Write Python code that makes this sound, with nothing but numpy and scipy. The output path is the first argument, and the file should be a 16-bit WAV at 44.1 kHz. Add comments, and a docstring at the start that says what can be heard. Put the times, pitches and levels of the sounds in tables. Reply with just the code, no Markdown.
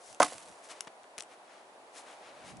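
"""Snowy field: a tossed log lands on a woodpile with a hollow double knock and a small settling bump.
Each contact rings the wood's modes and rattles the stack; bark cracks, crumbs and snow trickle down,
and the trees return a faint tail. Close by, twigs snap and snow crunches underfoot, and a jacket
swishes as the next log is swung. A soft, far roar and low air buffeting lie under it all."""
import sys
import numpy as np
from scipy import signal
from scipy.fft import rfft, irfft
from scipy.io import wavfile

SR = 44100
rng = np.random.default_rng(int(sys.argv[2]) if len(sys.argv) > 2 else 0)


def unload_audio(sound):
    """Save the sound as a 16-bit wav file, at the path given as the first command line argument."""
    columns = np.transpose(np.atleast_2d(sound))
    # keep every value between -1 and 1, then stretch to whole-number steps
    steps = np.round(np.clip(columns, -1, 1) * 32767)
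    wavfile.write(sys.argv[1], SR, steps.astype(np.int16))


N = 114660
T = np.arange(N) / SR
CUTOFF_HZ, FFT_SIZE = 11100, 8192
HZ = np.maximum(np.fft.rfftfreq(FFT_SIZE, 1 / SR), 1)


def from_db(db):
    """Decibels to gain."""
    return 10 ** (np.asarray(db) / 20)


def at_hz(spectrum):
    """Table of f/Hz, level/dB, interpolated over log frequency."""
    hz, db = np.transpose(spectrum)
    return np.interp(np.log(HZ), np.log(hz), db)


def colour(x, spectrum):
    """Minimum-phase filter of the given shape; white noise keeps its power."""
    gain = from_db(at_hz(spectrum)) / (1 + (HZ / CUTOFF_HZ / 1.1) ** 20)
    gain /= np.sqrt(np.mean(gain ** 2))
    half = FFT_SIZE // 2
    cepstrum = irfft(np.log(gain + 1e-9))
    cepstrum[1:half] *= 2
    cepstrum[half + 1:] = 0
    impulse = irfft(np.exp(rfft(cepstrum)))[None, :half]
    return signal.oaconvolve(np.atleast_2d(x), impulse, axes=1)[:, :N]


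def pan(db):
    """Channel gains, left louder by db."""
    return from_db(np.array([[db], [-db]]) / 2)


def stereo(noise, side_db=-12.5):
    """Mid and side from two draws of a noise."""
    return noise() + from_db(side_db) * noise() * [[1], [-1]]


def white():
    """Gaussian noise, rms 1."""
    return rng.standard_normal(N)


def grains(grains_per_s=5000, spread_db=3, clumps_per_s=300, clump_depth_db=3):
    """Dense clicks of uneven size, in clumps, rms 1."""
    knots_s = np.arange(0, T[-1], 1 / clumps_per_s)
    clump_db = clump_depth_db * np.interp(T, knots_s, np.clip(white()[:len(knots_s)], -2, 2))
    size_db = spread_db * np.minimum(rng.exponential(1, N), 5)
    onsets = rng.random(N) < grains_per_s / SR
    clicks = onsets * rng.choice([-1, 1], N) * from_db(size_db + clump_db)
    return clicks / clicks.std()


def decay(start_s, t60_s):
    """Sudden start, exponential fall."""
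    out = np.zeros(N)
    live = slice(*np.searchsorted(T, [start_s, start_s + 2 * t60_s]))
    out[live] = from_db(-60 * (T[live] - start_s) / t60_s)
    return out


def swell(peak_s, sigma_s):
    """Gaussian rise and fall."""
    z = (T - peak_s) / sigma_s
    return np.exp(-.5 * z ** 2) * (abs(z) < 4)


def contour(levels):
    """Gain over time from a table of t/s, level/dB."""
    return from_db(np.interp(T, *np.transpose(levels)))


def power_sum(envelopes):
    """Joint envelope of independent noises."""
    return np.sqrt(sum(envelope ** 2 for envelope in envelopes))


def far_roar():
    """Soft distant roar, wider in the treble."""
    # mid spectrum: f/Hz, level/dB
    spectrum = [(25, -41), (70, -32.5), (140, -26.5), (220, -14.5), (300, -7), (430, -5), (650, 1.5),
                (800, 0), (1050, -5.5), (1420, -11.5), (2800, -20), (6400, -25), (11000, -24.5)]
    # tilt of side against mid: f/Hz, level/dB
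    side_tilt = [(30, -6), (140, -13), (300, -14), (650, -11), (1100, -3.5), (1600, 1), (2600, 3),
                 (4500, -1), (7000, -2.5), (11000, -1)]
    # slow drift: t/s, level/dB
    levels = [(0, -56), (.6, -55), (1.1, -56.5), (1.65, -56), (1.85, -56), (2.15, -53.5), (2.6, -55.5)]
    side_spectrum = np.transpose([HZ, at_hz(spectrum) + at_hz(side_tilt)])
    mid = colour(white(), spectrum)
    side = from_db(-6) * colour(white(), side_spectrum)
    return contour(levels) * (mid + side * [[1], [-1]]) * pan(db=.2)


def buffeting():
    """Low bumps of air and handling at the microphone."""
    # rumble: f/Hz, level/dB
    spectrum = [(25, -22), (70, -5), (150, -1), (250, -1.5), (500, -24), (1000, -44)]
    # bumps: t/s, level/dB
    levels = [(0, -88), (.07, -87), (.11, -66), (.18, -87), (.25, -64), (.31, -78), (.36, -63), (.41, -78),
              (.51, -66), (.58, -88.5), (2.15, -84.5), (2.4, -69.5), (2.49, -59), (2.6, -53.5)]
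    return contour(levels) * colour(stereo(white, side_db=-3), spectrum)


def field_echo(x, delay_s=.004):
    """Quick scatter from brushwood, faint long tail from the trees."""
    # echo colour: f/Hz, level/dB
    spectrum = [(100, -7), (300, -6), (1000, -9.5), (3000, -2.5), (11000, -4.5)]
    tail = 0
    for db, t60_s in ((-21, .13), (-32, .8)):  # brushwood, trees
        envelope = decay(delay_s, t60_s)
        tail += from_db(db) * envelope / np.linalg.norm(envelope) * stereo(white, side_db=-5)
    return signal.fftconvolve(x, colour(tail, spectrum)[:, :SR], axes=1)[:, :N]


def jacket():
    """Cloth on cloth: a dull rub and a grainy hiss per swish."""
    # swishes: t/s, sigma/s, rub level/dB, hiss level/dB
    swishes = [(.085, 0.054, -78, -56.5), (0.653, 0.018, -59.5, -58.5), (0.713, 0.014, -48.5, -51),
               (0.762, 0.048, -59, -65), (1.323, 0.023, -59.5, -66), (1.541, .06, -61, -73),
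               (1.981, 0.025, -53.5, -53), (2.101, 0.046, -56, -64), (2.269, 0.042, -55.5, -71),
               (2.427, 0.075, -58, -71), (2.488, .028, -54, -58)]
    # rub: f/Hz, level/dB
    rub_spectrum = [(60, -37), (200, -12), (400, -4), (1000, 1.5), (2200, -0.5), (4000, -6), (7000, -15.5),
                    (11000, -28)]
    # hiss: f/Hz, level/dB
    hiss_spectrum = [(100, -20), (1000, -6.5), (3000, -3), (6000, 3), (11000, 1)]
    rub = power_sum(from_db(db) * swell(t_s, sigma_s) for t_s, sigma_s, db, _ in swishes)
    hiss = power_sum(from_db(db) * swell(t_s, sigma_s) for t_s, sigma_s, _, db in swishes)
    fabric = stereo(white) + stereo(grains) / 2
    return colour(stereo(white) * rub, rub_spectrum) + colour(fabric * hiss, hiss_spectrum)


def snow_crunch():
    """Snow gives way underfoot in short, grainy bursts."""
    # crunches: t/s, level/dB, sigma/s
    crunches = [(.876, -43.5, 0.0038), (1.043, -52, .0015), (1.1808, -43, 0.001), (1.1872, -40, 0.0014),
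                (1.193, -44, .0015), (1.207, -54, 0.003)]
    # snow: f/Hz, level/dB
    spectrum = [(25, -25), (70, -13), (160, -5.5), (400, 2), (1000, 2.5), (2500, -1.5), (5000, -8.5),
                (11000, -20.5)]
    envelope = sum(from_db(db) * swell(t_s, sigma_s) for t_s, db, sigma_s in crunches)
    return colour(stereo(grains) * envelope, spectrum)


def twig_snaps():
    """Dry twigs break underfoot, each a sharp noise burst."""
    # snaps: t/s, level/dB, t60/s, pan/dB
    snaps = [(.128, -40.5, 0.0077, -4), (0.147, -42.5, .006, 0), (.3815, -37.5, 0.011, -2.5),
             (0.425, -42, 0.0067, 1), (0.6884, -46, .006, -2), (0.8073, -28, .006, 8),
             (0.8083, -31, .005, 5), (.8485, -48, .008, 2), (1.0335, -45.5, 0.0047, 3),
             (1.1809, -32.5, 0.01, 7.5), (1.1854, -35.5, 0.011, 4), (1.1973, -45, 0.059, 6),
             (1.2056, -31, 0.0028, 1), (1.2072, -32, 0.0036, 8), (1.2233, -36, 0.007, 6),
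             (1.2352, -43, 0.0047, 10), (2.5699, -47.5, 0.011, 7)]
    # twig: f/Hz, level/dB
    spectrum = [(60, -25), (500, -15), (1150, 2.5), (1800, -4), (2700, 4), (4200, -3), (5900, 4),
                (8500, 0.5), (11000, 1)]
    envelope = sum(from_db(db) * decay(t_s, t60_s) * pan(pan_db) for t_s, db, t60_s, pan_db in snaps)
    return colour(stereo(white) * envelope, spectrum)


def crumb_fall(landing_s=.228):
    """Bark crumbs and snow burst loose, then trickle through the pile."""
    # crumbs: f/Hz, level/dB
    spectrum = [(40, -26), (200, -6), (600, -2), (1500, 2), (3000, -0.5), (5000, -1), (8000, 1), (11000, 1)]
    burst = from_db(-38) * decay(landing_s, t60_s=.21)
    trickle = from_db(-46) * decay(landing_s, t60_s=1.24)
    return colour(stereo(grains) * (burst + trickle), spectrum)


def bark_cracks():
    """Bark splinters under the blows in bright noise bursts."""
    # cracks: t/s, level/dB, t60/s
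    cracks = [(0.2004, -24.5, 0.014), (.2031, -28, 0.045), (.2145, -36, 0.056), (0.2179, -26.5, .022),
              (0.2249, -24, 0.01), (0.2291, -20, 0.016), (0.2318, -16.5, 0.0046), (0.2524, -36, .008),
              (0.2557, -36, 0.007)]
    # bark: f/Hz, level/dB
    spectrum = [(60, -40), (400, -8), (1500, -0.5), (2800, -2), (4500, -2.5), (6900, 1.5), (8500, -6),
                (10000, -1), (12000, -5.5)]
    envelope = power_sum(from_db(db) * decay(t_s, t60_s) for t_s, db, t60_s in cracks)
    return colour(stereo(white) * envelope, spectrum)


def log_knocks(spread_db=.5, rattle_db=-19.5, rattle_t60_s=.1):
    """Each blow rings the modes by strike position and contact hardness, and rattles the stack."""
    # log on pile: t/s, level/dB, contact peak f/Hz, position along the log (0-1)
    blows = [(0.2032, -13, 746, 0.07), (0.2059, -17.5, 530, 0.1), (0.2094, -20, 420, 0.25),
             (0.2211, -29, 2030, 0), (0.2259, -32.5, 2000, 0.44), (0.2279, -16.5, 1860, 0.34),
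             (0.2305, -26.5, 1200, 0.32), (0.2589, -38, 1450, 0.52), (0.3219, -40, 594, 0.07),
             (0.3403, -46, 506, 0.07)]
    # wood modes: f/Hz, level/dB, t60/s
    modes = [(233, -14.5, 0.046), (302, -21, 0.21), (521, 1, 0.051), (577, -7.5, 0.11), (654, -8.5, 0.14),
             (726, 0.5, 0.13), (852, -6, 0.078), (927, 13.6, 0.0094), (1085, 3.5, 0.045), (1244, -3, 0.045),
             (1443, -8.5, 0.044), (1530, -0.1, 0.031), (2023, -6.5, 0.04), (2650, -9, 0.025)]
    # dull stack rattle: f/Hz, level/dB
    rattle_spectrum = [(30, -26), (100, -16.5), (160, -10), (250, 1), (350, -6), (450, 1), (1100, -10),
                       (1800, -9), (3000, -28), (11000, -24)]
    mode_hz, mode_db, t60_s = np.transpose(modes)
    t = T[:SR // 2]
    rings = np.cos(2 * np.pi * mode_hz[:, None] * t) * from_db(-60 * t / t60_s[:, None])
    knocks = np.zeros(N)
    for t_s, db, contact_hz, position in blows:
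        mode_shape = np.cos(np.pi * position * np.arange(len(modes)))
        weights = mode_shape * from_db(db + mode_db + spread_db * rng.standard_normal(len(modes)))
        pole = np.exp(-2 * np.pi * contact_hz / SR)
        bandpass = [(1 - pole ** 2) / 2, 0, (pole ** 2 - 1) / 2, 1, -2 * pole, pole ** 2]
        knock = signal.sosfilt([bandpass, bandpass], weights @ rings)
        knocks += np.interp(T - t_s, t, knock, left=0, right=0)
    rattle = power_sum(from_db(db + rattle_db) * decay(t_s, rattle_t60_s) for t_s, db, _, _ in blows)
    return knocks + colour(stereo(white, side_db=-16) * rattle, rattle_spectrum)


def scene(left_lag_s=4e-5):
    """Pile slightly right, thrower close on the left."""
    left, right = log_knocks()
    knocks = np.array([np.interp(T - left_lag_s, T, left), right])
    pile = (knocks + bark_cracks() + crumb_fall()) * pan(db=-1.6)
    direct = pile + twig_snaps() + snow_crunch() * pan(db=3)
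    return direct + field_echo(direct) + jacket() * pan(db=3.5) + far_roar() + buffeting()


def record(dry):
    """Steep zero-phase low-pass."""
    return signal.sosfiltfilt(signal.butter(36, CUTOFF_HZ, fs=SR, output="sos"), dry)


dry = scene()
out = record(dry)
unload_audio(out)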